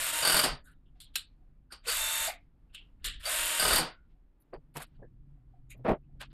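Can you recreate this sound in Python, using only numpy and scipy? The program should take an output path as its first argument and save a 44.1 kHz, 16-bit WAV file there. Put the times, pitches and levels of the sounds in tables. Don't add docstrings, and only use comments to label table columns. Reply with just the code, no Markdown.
import sys
import numpy as np
from scipy import signal
from scipy.fft import rfft, irfft
from scipy.io import wavfile
from scipy.ndimage import uniform_filter1d, minimum_filter1d

SR = 44100
rng = np.random.default_rng(int(sys.argv[2]) if len(sys.argv) > 2 else 0)


def nominal_scale(level):
    x = np.asarray(level, float) / 20
    return 10 ** x


def generate_wav(sig):
    pcm = np.round(np.clip(np.atleast_2d(sig).T, -1, 1) * 32767).astype(np.int16)
    wavfile.write(sys.argv[1], SR, pcm)


N = 279140
T, HZ = np.arange(N) / SR, np.fft.rfftfreq(N, 1 / SR)

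# [t/s, level/dB]
STIR = [(0, 9), (.55, 4), (.7, 5), (2.2, -1.5), (2.9, 1), (3.5, 3.5), (4.1, 2), (4.35, -23), (4.5, -31.5),
        (4.6, -1), (5.1, 9.5), (5.5, 3.5), (6.33, 13)]
# [t/s, rumble/dB, murmur re rumble/dB, width/s]
SHAKE = [(0, -50, -5, 0.02), (0.352, -37.5, -5, 0.014), (0.519, -43, -6, 0.034), (2.03, -49.5, -24, 0.057),
         (2.2, -53.5, -15, 0.047), (3.109, -42, -27, 0.11), (3.42, -47.5, -33, 0.027),
         (3.63, -50.5, -12.5, .04), (3.74, -38.5, -7.5, 0.06), (4.56, -56.5, -13.5, 0.025),
         (5.34, -57.5, -19.5, 0.036), (5.915, -39, -27, 0.019), (6.15, -61, -10, 0.014)]
# [f/Hz, density/dB]
AIR = [(35, -31), (60, -0.5), (107, -11), (155, -6.5), (199, -18.5), (257, -12.5), (438, -26), (727, -32),
       (5680, -51.5), (13700, -45), (15000, -58.5)]
# [t/s, level/dB, t60/s]
AFTERGLOW = [(.945, -81, 0.25), (1.06, -79.5, 0.18), (1.25, -84, 0.28), (2.36, -81, 0.28), (2.8, -82, 0.28),
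             (3.949, -85, 0.28), (4.09, -87, 0.16), (4.86, -87.5, 0.56)]
# [t/s, f/Hz, level/dB]
HUM = [(4.549, 145, -76), (4.9, 150, -71), (5.0, 124.6, -59.5), (5.07, 119.5, -64), (5.361, 141.8, -59),
       (5.43, 120.2, -69), (5.822, 125.3, -54.5), (5.991, 140.4, -68.5), (6.33, 137.2, -58)]
# [t/s, level/dB]
BOOM = [
    (4.574, -51.5),
    (4.763, -36.5),
    (5.909, -33),
]
# [t/s, level/dB]
CHIRP = [(0.949, -77.5), (1.401, -75), (4.149, -83.5), (5.371, -77.5), (5.534, -67.5), (6.09, -75)]
RUMBLE_DB, RUMBLE_SHARE, MURMUR_DB, AIR_DB = -58, 0.27, -73.5, -82
BOOM_HZ, BOOM_RISE_S, BOOM_T60_S = 150, 0.0062, 0.13

# [t/s, f/Hz, level/dB, t60/s]
LINGER = [(1.187, 4150, -56, 0.22), (1.2, 2500, -70, 0.27), (2.77, 2820, -62, .25), (3.86, 1440, -51, 0.32),
          (3.9, 2060, -71.5, 0.31), (.65, 3740, -75.5, 0.33), (.65, 1400, -70, 0.32),
          (0.36, 2260, -80.5, 0.19), (3.65, 400, -40, 0.25), (.47, 560, -46, 0.26), (5.89, 390, -37, 0.13),
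          (5.79, 600, -71.5, .08), (3.2, 1800, -59, .1), (.45, 1800, -43.5, .3), (2.755, 2300, -62, 0.18),
          (1.703, 1520, -55.5, .2), (2.33, 2150, -57.5, 0.22), (1.06, 3300, -64.5, 0.13),
          (1.85, 2700, -51.5, .05)]

# [f/Hz, density/dB]
CLOTH = [(88, -41), (150, -5.5), (567, 7.5), (742, -26), (1510, -4.5), (2140, -13.5), (2860, -7.5),
         (4460, -12.5), (6060, -25), (8250, -10), (11500, -10), (14200, -22.5), (15000, -54.5)]
# [t/s, middle/dB, ring re middle/dB, treble re middle/dB, ring f/Hz]
RUSTLE = [(0.639, -75.5, 17, 20, 1530), (0.664, -59.5, 7.5, -7, 1510), (0.6974, -70, -3, 4.5, 1520),
          (2.69, -65, 0, -19, 2805), (3.126, -53, 16, -32, 3300), (3.1944, -41.5, -14, -8.5, 1820),
          (6.0194, -75.5, 6.5, -23.5, 2620)]
# [t/s, middle/dB, ring re middle/dB, treble re middle/dB, ring f/Hz]
SWEEP = [(2.991, -62, -8, -7.5, 2080), (4.76, -37.5, -4, 0.5, 2690), (4.79, -45, -6, 2, 2230),
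         (4.8085, -38, -21, 3.5, 3470), (4.737, -51, -12, 1, 2520), (4.86, -70.5, -13, 7, 3000),
         (1.135, -54, 3.5, -4, 3500), (2.73, -50, 0, -5, 3020), (3.02, -55.5, -2, -11, 3000),
         (3.225, -45.5, 8, 5, 3300), (4.9401, -62, -16.5, -21, 3200), (5.699, -61, 21.5, 12, 2410),
         (5.7169, -77, 19.5, -9, 2230), (6.199, -29.5, -12, -13, 2840), (6.233, -51, -1.5, -37, 2720),
         (6.298, -56, -9, -27, 3800)]
# [t/s, brush/dB, ring re brush/dB, ring f/Hz]
WISP = [(.635, -85.5, 24, 7050), (.64, -96, 17, 3030), (.645, -95, 22, 10500), (.655, -94, 19, 3800),
        (.68, -95, 18, 3030), (.69, -94, 18, 3800), (.7, -95, 21, 7800), (.7, -95, 21, 9100),
        (4.395, -88, 27.5, 13500), (4.395, -93, 30.5, 11270), (5.02, -82, 29.5, 1700),
        (5.695, -67.5, 16.5, 3800), (5.695, -73.5, 26, 6840), (5.76, -87, 21, 13760), (6.0, -94, 22, 13440)]
# [f/Hz, density/dB]
BENCH = [(40, -15), (60, 0.5), (160, -5), (250, 2.5), (470, 4.5), (700, 0.5), (1200, -14), (2300, -21.5),
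         (4000, -37), (6000, -50), (15000, -65)]
# [f/Hz, level/dB, t60/s]
BENCH_MODES = [(207, 9, 0.035), (258, 1, 0.047), (330, -24, 0.061), (462, -3.5, 0.093), (600, 5.5, 0.049),
               (670, 0.5, 0.054), (934, -9, 0.033), (1520, -4.5, 0.038), (1950, -11, 0.029)]
# [t/s, bass/dB, middle re bass/dB, treble re bass/dB, boom f/Hz]
THUD = [(3.052, -47.5, -13, 19.5, 340), (4.526, -33, -6, -30, 404), (4.554, -50, -18, -28, 348),
        (4.752, -33.5, 1.5, -2, 148), (4.796, -41.5, 11, -9, 808), (4.985, -48, -30, -40, 151),
        (5.016, -38.5, -30, -51, 470.5), (5.744, -48, -39.5, -31, 148.8), (5.785, -48, -38, -40, 249),
        (5.845, -25, -0.5, -49, 498), (5.860, -25, -8, -46, 400), (5.877, -15.5, -6, -37, 600),
        (5.891, -23, -20, -47, 468), (5.905, -18.5, -10.5, -38.5, 262), (5.929, -31, -11, -55, 625),
        (6.146, -59, -37.5, -42, 166), (6.204, -48, 13.5, 7.5, 960)]
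# [t/s, level/dB]
KNOCK = [(4.533, -58), (4.540, -52), (4.757, -54.5), (4.769, -50.5), (5.849, -41), (5.860, -43.5),
         (5.880, -32), (5.886, -32.5), (5.900, -32), (5.912, -30.5), (5.934, -42)]
# [t/s, level/dB]
GRIT = [(5.843, -59.5), (5.85, -55), (5.880, -52), (5.886, -51.5), (5.890, -49), (5.894, -47.5),
        (5.903, -56), (5.911, -51), (5.920, -50), (4.4222, -56)]
RUSTLE_T60_S, SWEEP_T60_S, WISP_T60_S, THUD_T60_S = 0.13, 0.07, 0.07, 0.061
WISP_TREBLE_DB = 14

# [f/Hz, t60/s]
ROOM_T60 = [(300, 0.25), (3000, 0.17), (6000, 0.065), (14000, 0.1)]
ROOM_DB = -15
GATE_WAIT_S, GATE_CLOSE_S, GATE_MIDDLE_SHARE = 0.084, 0.055, 0.16

# [f/Hz, density/dB]
STEEL = [(59, -47.5), (100, -10.5), (867, -6.5), (1430, -7.5), (3920, -9), (4640, -2), (6090, -14),
         (8880, -1), (13500, -13), (15000, -31)]
# [f/Hz, width/Hz, level/dB]
STEEL_RING = [(1510, 180, 3), (1226, 47, 0.5), (2980, 260, 2.5), (4630, 310, 3.5), (8570, 250, 7),
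              (8870, 120, 10.5), (11250, 660, 14)]
# [f/Hz, level/dB, t60/s]
RAIL_MODES = [(627, -5.5, 0.087), (1228, -4, 0.053), (1437, -4, .09), (1545, -4, 0.068), (2940, -3.5, .06),
              (3630, -7, 0.11), (4520, -2, 0.072), (4704, -3.5, 0.068), (4880, -5, .07), (7060, -10, .04),
              (9040, -4, 0.052), (8570, -2.5, .06), (11397, -6, .04)]
# [t/s, middle/dB, bass re middle/dB, treble re middle/dB]
CLUTCH = [(0.2255, -19.5, -4.5, -12), (0.2495, -14, -9, -7), (0.2725, -15.5, -11, 0),
          (0.296, -16.5, -6, -7), (0.3206, -17, -11, -1), (0.342, -16, -5, -7), (0.3655, -16, -7, -1),
          (0.3914, -14, -9.5, -6), (0.414, -20.5, -7, -1), (3.5959, -15.5, -9.5, -2),
          (3.6232, -19, -5, -4.5), (3.65, -17.5, -2, -5.5), (3.6782, -17, -8, -3), (3.7047, -19, 0.5, -4),
          (3.7287, -18, -2.5, -0.5), (3.759, -18, -4.5, -1)]
# [t/s, middle/dB, bass re middle/dB, rise/s, t60/s]
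TOUCH = [(1.702, -49.5, -13, 0.014, 0.28), (1.721, -32.5, -11, 0.0025, 0.11),
         (1.865, -18, -23.5, 0.026, 0.27), (2.272, -24, -14.5, 0.0039, 0.11),
         (3.249, -32, -30, 0.0076, 0.098), (0.437, -15, -3.5, 0.0013, 0.23), (3.7828, -19, 0, 0.0015, 0.25)]
# [t/s, level/dB, t60/s]
PING = [
    (0.446, -40, 0.23),
    (3.253, -35, .2),
    (3.79, -46, 0.15),
    (4.537, -62.5, 0.1),
]
# [f/Hz, level/dB, share of t60]
PING_HZ = [(4550, -0.5, 0.88), (8800, -13, .35), (4760, -4.5, .9)]
# [t/s, level/dB]
CRACK = [(0.44, -19.5), (1.0022, -41.5), (1.0105, -45), (1.724, -50.5), (3.2537, -25.5), (3.058, -26.5),
         (4.7715, -33.5), (4.7594, -43), (4.781, -49), (4.803, -44), (4.8187, -38), (0.252, -23),
         (0.275, -22.5), (0.3225, -23), (0.3915, -23.5), (3.651, -23.5), (3.68, -25), (1.1554, -18),
         (1.157, -18), (2.7466, -40), (3.0432, -24), (3.0495, -28.5), (3.597, -18), (3.758, -14),
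         (4.7677, -28.5)]
# [f/Hz, density/dB]
PLASTIC = [(88, -53), (150, -11.5), (468, 19), (991, -39), (1160, -10), (2400, -6.5), (3600, 3.5),
           (5300, -14.5), (6180, -20), (7790, 2), (11500, 0), (13900, -9.5), (15000, -8)]
# [f/Hz, width/Hz, level/dB]
PLASTIC_RING = [(2920, 290, 3.5), (4152, 100, -10), (7170, 250, 5.5), (8475, 200, 5), (9540, 350, 2)]
# [t/s, middle/dB, body ring re middle/dB, treble re middle/dB, t60/s]
CLICK = [(1.002, -46, 7.5, 5, 0.17), (1.0114, -68, -14, -12, 0.05), (1.1554, -18.5, 3, -7, 0.02),
         (1.17, -38, -6, -9, 0.16), (3.043, -26, 3.5, -21.5, 0.05), (3.048, -26, -8.5, -2.5, 0.16),
         (3.068, -25, -11, -25, 0.16)]
# [t/s, middle/dB, ring re middle/dB, treble re middle/dB, t60/s]
LEVER = [(0.8561, -63.5, -4.5, -26, 0.22), (1.1644, -35, 1.5, 2, 0.13), (2.7458, -30, -14, -13, 0.027),
         (2.748, -45, 11, -21, 0.2)]
# [t/s, middle/dB, ring re middle/dB, ring f/Hz, t60/s]
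LATCH = [(1.158, -49, 15.5, 1200, 0.018), (1.154, -48, 17.5, 4000, 0.2), (3.051, -46.5, 16, 1830, 0.25)]
# [f/Hz, level/dB, t60/s]
SWITCH_MODES = [(1120, -25, .06), (1596, -4, 0.041), (9300, -10.5, 0.059), (9710, -12.5, 0.047),
                (2600, 0, 0.076), (2860, -1, 0.08), (3520, -4.5, 0.07), (4050, -0.5, 0.0612),
                (4300, -7.5, .06), (5340, -4.5, 0.049), (7235, -4, 0.0503), (7730, -10, 0.075),
                (8830, -11, 0.073)]
CLUTCH_RING_DB, CLUTCH_RISE_S, CLUTCH_T60_S, TOUCH_TREBLE_DB = -14, 0.003, 0.12, -6
CLICK_HZ, LEVER_HZ, LATCH_TREBLE_DB = 3855, 2960, -14
SNAP_S, SNAP_DB = 1.160, -33.5

# [on t/s, off t/s, rattle/dB, housing re rattle/dB, share of the fade the housing keeps]
PULLS = [
    (-.06, 0.433, -39, 4.5, 0.66),
    (1.881, 2.263, -37.5, 2, 0.35),
    (3.263, 3.776, -39, 5, 0.69),
]
REVERSE = [0, 1, 0]
# [from t/s, to t/s, shaft f/Hz]
SINGING = [
    (.05, .23, 308.7),
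    (1.95, 2.27, 299.7),
    (3.32, 3.6, 309.0),
]
# [multiple of shaft turn, forward/dB, reverse/dB]
WHINE = [(1.038, -25, -42.5), (2.063, -24, -42.5), (3.023, -13, -12.5), (9.05, -10, -9),
         (10.09, -10.5, -24.5), (12.23, -15, -6.5), (15.2, -22, -15.5), (18.0, -34.5, -17.5),
         (23.1, -9.5, -19), (29.2, -16, -35)]
# [f/Hz, density/dB]
GEARS = [
    [(180, -38.5), (300, -12.5), (371, -21.5), (606, 1.5), (855, -12.5), (913, -7), (991, -2), (1620, 3),
     (2320, 0.5), (3670, 0.5), (4700, -8.5), (5900, -11.5), (8740, 0.5), (13600, -10.5), (14300, -12.5),
     (15000, -41)],
    [(180, -49), (300, -20), (416, -30), (616, -4), (814, -17), (898, -25), (975, -9.5), (1490, -2.5),
     (3270, -6.5), (3670, -1.5), (4930, -19), (7670, -2), (13600, -9), (14300, -49.5), (15000, -43)],
]
# [t/s, f/Hz, level/dB, t60/s]
CLUNK = [
    (1.863, 487, -42, 0.1),
    (2.27, 718, -34.5, 0.11),
    (2.279, 2230, -42, 0.19),
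    (3.257, 645, -39.5, 0.22),
]
LEAD_S, LEAD_DB, SPIN_UP_S, SPIN_UP_DB = 0.049, -48.5, 0.049, -4
LOAD_DB, LOAD_HOUSING_DB = 3.5, 2
COAST_S, COAST_DB, COAST_BEND, SHUT_S = 0.1, -43, 1.3, 0.185
DIP_S, DIP_DB, DIP_WIDTH_S = 0.12, -8, 0.008
LULL_S, LULL_DB, LULL_WIDTH_S = 0.42, -5, 0.014


def unit(x):
    return x / np.sqrt(np.mean(x ** 2) + 1e-30)


def noise():
    return rng.standard_normal(N)


def band(x, lo_hz, hi_hz, order=4):
    return signal.sosfilt(signal.butter(order, [lo_hz, hi_hz], "bandpass", fs=SR, output="sos"), x)


def colour(x, points, rings=()):
    hz, db = np.transpose(points)
    gain = nominal_scale(np.interp(np.log(HZ + 1), np.log(hz), db))
    for centre_hz, width_hz, peak_db in rings:
        gain = gain * (1 + nominal_scale(peak_db) / (1 + (2 * (HZ - centre_hz) / width_hz) ** 2))
    return irfft(rfft(x) * gain, N)


def walk(rate_hz):
    k = int(SR / rate_hz)
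    held = np.repeat(rng.standard_normal(N // k + 1), k)
    return 1.1 * uniform_filter1d(uniform_filter1d(held, k), k)[:N]


def grit(spread_db):
    return unit(noise() * nominal_scale(spread_db * walk(900)))


def around(s):
    return slice(max(int((s - 0.1) * SR), 0), int((s + 0.4) * SR))


def swell(s, rise_s, t60_s, order=1):
    out = np.zeros(N)
    t = T[around(s)] - s - 1.1 * rise_s
    rise = -2 * (t / max(rise_s, 1e-4)) ** 2
    fall = -np.log(1000) * (np.abs(t) / max(t60_s, 0.005)) ** order
    lead_in = nominal_scale(-36) * np.exp(-np.abs(t) / 0.0071)
    out[around(s)] = np.exp(np.where(t < 0, rise, fall)) + lead_in
    return out


def bands(sound):
    return [unit(band(sound, lo, hi)) for lo, hi in [(60, 1000), (1000, 6000), (6000, 16000)]]


def ring(row, shake, width):
    out, hz = np.zeros(N), row[4]
    out[around(row[0])] = unit(band(shake[around(row[0])], hz * (1 - width), hz * (1 + width), order=2))
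    return out


def hit(row, rise_s, t60_s, lead, second, high, treble_decay, order=1):
    body = swell(row[0], rise_s, t60_s, order)
    sparkle = swell(row[0], rise_s, t60_s * treble_decay, order)
    return nominal_scale(row[1] - 14.5) * (body * (lead + nominal_scale(row[2]) * second) + nominal_scale(row[3]) * sparkle * high)


def hits(rows, sound, rise_s, width, treble_decay, order):
    _, mid, high = bands(sound)
    shake, out = noise(), 0
    for row in rows:
        out = out + hit(row, rise_s, row[5], mid, ring(row, shake, width), high, treble_decay, order)
    return out


def strikes(rows, modes):
    out = np.zeros(N)
    for (s, db), chance in zip(rows, rng.standard_normal((len(rows), 3, len(modes)))):
        t = np.maximum(T[around(s)] - s, 0)
        for (hz, mode_db, t60_s), off, mix, turn in zip(modes, *chance):
            level = nominal_scale(db + mode_db + 4.0 * mix - 60 * t / t60_s) * np.minimum(t / 0.001, 1)
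            out[around(s)] += level * np.sin(2 * np.pi * hz * (1 + 0.012 * off) * t + 3 * turn)
    return out


def background():
    stir_db = np.interp(T, *np.transpose(STIR))
    rumble, murmur = nominal_scale(RUMBLE_DB + RUMBLE_SHARE * stir_db), nominal_scale(MURMUR_DB + stir_db)
    for s, db, murmur_db, width_s in SHAKE:
        bump = np.exp(-((T - s) / width_s) ** 2)
        rumble = rumble + nominal_scale(db) * bump
        murmur = murmur + nominal_scale(db + murmur_db) * bump
    air = colour(noise(), AIR)
    out = rumble * unit(band(noise(), 11, 48, order=3))
    out += murmur * nominal_scale(0.54 * walk(13)) * unit(band(air, 73, 400, order=2))
    out += nominal_scale(AIR_DB + 9.0 + 2.0 * walk(9.3)) * unit(band(air, 270, 3500, order=1))
    after = sum(nominal_scale(db) * swell(s, 0.014, t60_s, order=1.6) for s, db, t60_s in AFTERGLOW)
    out += after * nominal_scale(2.9 * walk(34)) * unit(band(noise(), 500, 3700, order=3))
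    s, hz, db = np.transpose(HUM)
    phase = 2 * np.pi * np.cumsum(np.interp(T, s, hz) * (1 + 0.031 * walk(20))) / SR
    hum = np.sin(phase) + 0.086 * np.sin(2 * phase)
    out += nominal_scale(np.interp(T, s, db, left=-120) + 3.5 + 3.0 * walk(30)) * hum
    boom = sum(nominal_scale(db) * swell(s, BOOM_RISE_S, BOOM_T60_S) for s, db in BOOM)
    out += boom * np.sin(2 * np.pi * BOOM_HZ * T)
    pipe = unit(band(noise(), 704, 750, order=2))
    return out + sum(nominal_scale(db) * swell(s, 0.0073, 0.24) for s, db in CHIRP) * pipe


def lingering():
    shake, out = noise(), 0
    for s, hz, db, t60_s in LINGER:
        out = out + nominal_scale(db) * swell(s, 0.0067, t60_s) * ring((s, 0, 0, 0, hz), shake, 0.06)
    return out


def room(x):
    t = T[:SR // 2]
    hz_known, t60_known_s = np.transpose(ROOM_T60)
    tail = 0
    for hz in 100 * 2 ** np.arange(7.5):
        t60_s = np.interp(np.log(hz), np.log(hz_known), t60_known_s)
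        octave = band(rng.standard_normal(len(t)), hz / 2 ** 0.5, hz * 2 ** 0.5, order=2)
        tail = tail + octave * 10 ** (-3 * t / t60_s)
    tail *= np.clip((t - 0.003) / 0.0024, 0, 1)
    return x + nominal_scale(ROOM_DB) * signal.fftconvolve(x, tail / np.sqrt(np.sum(tail ** 2)))[:N]


def gate(x):
    db = 0
    for _, off, *_ in PULLS:
        closing = np.maximum(T - off - GATE_WAIT_S, 0) / GATE_CLOSE_S
        db = db - 10 * closing ** 2 * (T < off + 0.38)
    high = signal.sosfiltfilt(signal.butter(4, 5400, "highpass", fs=SR, output="sos"), x)
    return high * nominal_scale(db) + (x - high) * nominal_scale(GATE_MIDDLE_SHARE * db)


def suppress(x, edge_db):
    z = signal.stft(x, nperseg=512, noverlap=384)[2]
    power = uniform_filter1d(uniform_filter1d(np.abs(z) ** 2, size=5, axis=0), size=5, axis=1)
    gain = 1 / (1 + (nominal_scale(edge_db) ** 2 / (power + 1e-20)) ** 2)
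    return signal.istft(z * gain, nperseg=512, noverlap=384)[1][:N]


def thuds():
    low, mid, _ = bands(colour(grit(spread_db=3.0), BENCH))
    crackle = unit(band(grit(spread_db=8.0), 2500, 20000, order=2))
    shake = noise()
    crumbs = sum(nominal_scale(db - 8.5) * swell(s, 0.0006, 0.012) for s, db in GRIT)
    out = crumbs * unit(band(shake, 2000, 15000, order=2))
    for row in THUD:
        boom = band(ring(row, shake, 0.17), 60, 1300, order=2)
        out += hit(row, 0.01, THUD_T60_S, low + 1.363 * boom, mid, crackle, 0.59, order=2)
    return out + band(strikes(KNOCK, BENCH_MODES), 60, 3000, order=3)


def hands():
    cloth = colour(grit(spread_db=3.5), CLOTH)
    brush = [(*r, RUSTLE_T60_S) for r in RUSTLE] + [(*r, SWEEP_T60_S) for r in SWEEP]
    wires = [(*r[:3], WISP_TREBLE_DB, r[3], WISP_T60_S) for r in WISP]
    out = hits(brush, cloth, 0.012, 0.12, treble_decay=0.57, order=2)
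    return out + hits(wires, cloth, 0.013, 0.054, treble_decay=1.0, order=2) + thuds()


def cracks():
    edge = unit(band(noise(), 1300, 18000, order=2))
    return sum(nominal_scale(db - 12.5) * swell(s, 0.0012, 0.032) for s, db in CRACK) * edge


def snaps():
    out = 0
    for hz, db, share in PING_HZ:
        song = unit(band(noise(), hz * 0.98, hz * 1.02, order=2))
        out = out + song * sum(nominal_scale(db + knock_db) * swell(s, 0.003, t60_s * share) for s, knock_db, t60_s in PING)
    for hz, db, t60_s in SWITCH_MODES:
        out += nominal_scale(SNAP_DB + db) * swell(SNAP_S, 0.0017, t60_s) * np.sin(2 * np.pi * (hz * T + rng.random()))
    return out


def lull():
    return LULL_DB * np.exp(-((T - LULL_S) / LULL_WIDTH_S) ** 4)


def tool():
    low, mid, high = bands(colour(grit(spread_db=0.0), STEEL, STEEL_RING))
    out = sum(hit(row, CLUTCH_RISE_S, CLUTCH_T60_S, mid, low, high, 0.88, order=1.2) for row in CLUTCH)
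    out = out * nominal_scale(lull())
    out += strikes([(s, db + CLUTCH_RING_DB) for s, db, *_ in CLUTCH], RAIL_MODES)
    for s, db, bass_db, rise_s, t60_s in TOUCH:
        out += hit((s, db, bass_db, TOUCH_TREBLE_DB), rise_s, t60_s, mid, low, high, 0.36, order=1.4)
    plastic = colour(grit(spread_db=2.5), PLASTIC, PLASTIC_RING)
    clicks = [(*r[:4], CLICK_HZ, r[4]) for r in CLICK]
    levers = [(*r[:4], LEVER_HZ, r[4]) for r in LEVER]
    latches = [(*r[:3], LATCH_TREBLE_DB, *r[3:]) for r in LATCH]
    out += hits(levers + latches, plastic, 0.0011, 0.11, treble_decay=0.94, order=1.3)
    out += hits(clicks, plastic, 0.0007, 0.12, treble_decay=0.72, order=1.4)
    return out + cracks() + snaps()


def trigger(on, off, db, housing_db, tail_share, seated):
    s = [on - LEAD_S, on, on + SPIN_UP_S, seated, max(off, seated + 0.002), off + SHUT_S]
    load_db = np.clip((off - seated) / 0.1, 0, 1) * LOAD_DB
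    change = np.interp(T, s, [LEAD_DB, SPIN_UP_DB, 0, 0, load_db, load_db])
    change = change + COAST_DB * (np.maximum(T - off, 0) / COAST_S) ** COAST_BEND
    change = change + DIP_DB * np.exp(-((T - DIP_S) / DIP_WIDTH_S) ** 2) + lull()
    fading = np.where(T < off, -0.35, -tail_share)
    housing = housing_db + np.where(change > 0, LOAD_HOUSING_DB / LOAD_DB, fading) * change
    return s, db + change, housing


def drill():
    out, teeth = np.zeros(N), grit(spread_db=1.0)
    for pull, back, (start, stop, shaft_hz) in zip(PULLS, REVERSE, SINGING):
        gears = colour(teeth, GEARS[back])
        high = band(gears, 5200, 16000) / np.std(band(gears, 6600, 8200))
        low = band(gears, 250, 5200) / np.std(band(gears, 1000, 4000))
        s, rattle_db, housing_db = trigger(*pull, seated=stop)
        speed = 1 + 0.0012 * walk(30) - 0.012 * np.exp(-np.maximum(T - start, 0) / 0.03)
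        turn = 2 * np.pi * np.cumsum(shaft_hz * speed) / SR
        lines = 0
        for row in WHINE:
            level = nominal_scale(row[1 + back] + 1.9 * walk(25))
            lines = lines + level * np.sin(round(row[0]) * turn + 6 * rng.random())
        steady = np.clip(np.minimum((T - start) / 0.06, (stop - T) / 0.0059), 0, 1)
        on = uniform_filter1d(1.0 * (T >= s[0]) * (T < s[-1]), size=1600)
        rattle = (1 + 0.083 * np.sin(turn)) * (high + nominal_scale(housing_db) * low)
        out += on * nominal_scale(rattle_db - 3) * (rattle + nominal_scale(6.5) * lines * steady)
    for s, hz, db, t60_s in CLUNK:
        jolt = unit(band(noise(), hz * 0.877, hz * 1.09, order=2))
        out += nominal_scale(db) * swell(s, 0.018, t60_s) * jolt
    return out


def scene():
    near = gate(room(drill() + tool())) + hands()
    return (suppress(near, edge_db=-96.5) + background() + lingering())[None]


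def band_limit(x):
    return signal.sosfilt(signal.butter(12, 15830, fs=SR, output="sos"), x)


def record(dry):
    x = dry[0] - 0.41 * signal.filtfilt(*signal.iirpeak(6050, 14, fs=SR), dry[0])
    ticks = np.zeros(N)
    ticks[934::1024] = rng.choice([-1, -0.6, 0.6, 1], len(ticks[934::1024]))
    ticks = signal.sosfiltfilt(signal.butter(3, [10800, 13900], "bandpass", fs=SR, output="sos"), ticks)
    sheen = np.sqrt(np.abs(uniform_filter1d(band(x, 11000, 14300) ** 2, size=600)))
    sheen = minimum_filter1d(sheen, size=500)
    x = x + nominal_scale(-1.5) * sheen * unit(ticks)
    top = x + nominal_scale(-8.5) * sheen * unit(band(noise(), 14300, 17000))
    body = signal.sosfiltfilt(signal.ellip(8, 0.1, 50, 14250, fs=SR, output="sos"), top)
    loud = np.clip(uniform_filter1d(x ** 2, size=1500) / nominal_scale(-27.0) ** 2, 0, 1) ** 4
    quick = uniform_filter1d(band(x, 2000, 14000) ** 2, size=200)
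    jump = quick / (uniform_filter1d(quick, size=2000) + nominal_scale(-59.5) ** 2)
    opening = np.maximum(loud, np.clip(jump / 5.0, 0, 1) ** 4)
    mix = body + nominal_scale(-11.5) * opening * (top - body)
    return band_limit(mix[None])


dry = scene()
out = record(dry)
generate_wav(out)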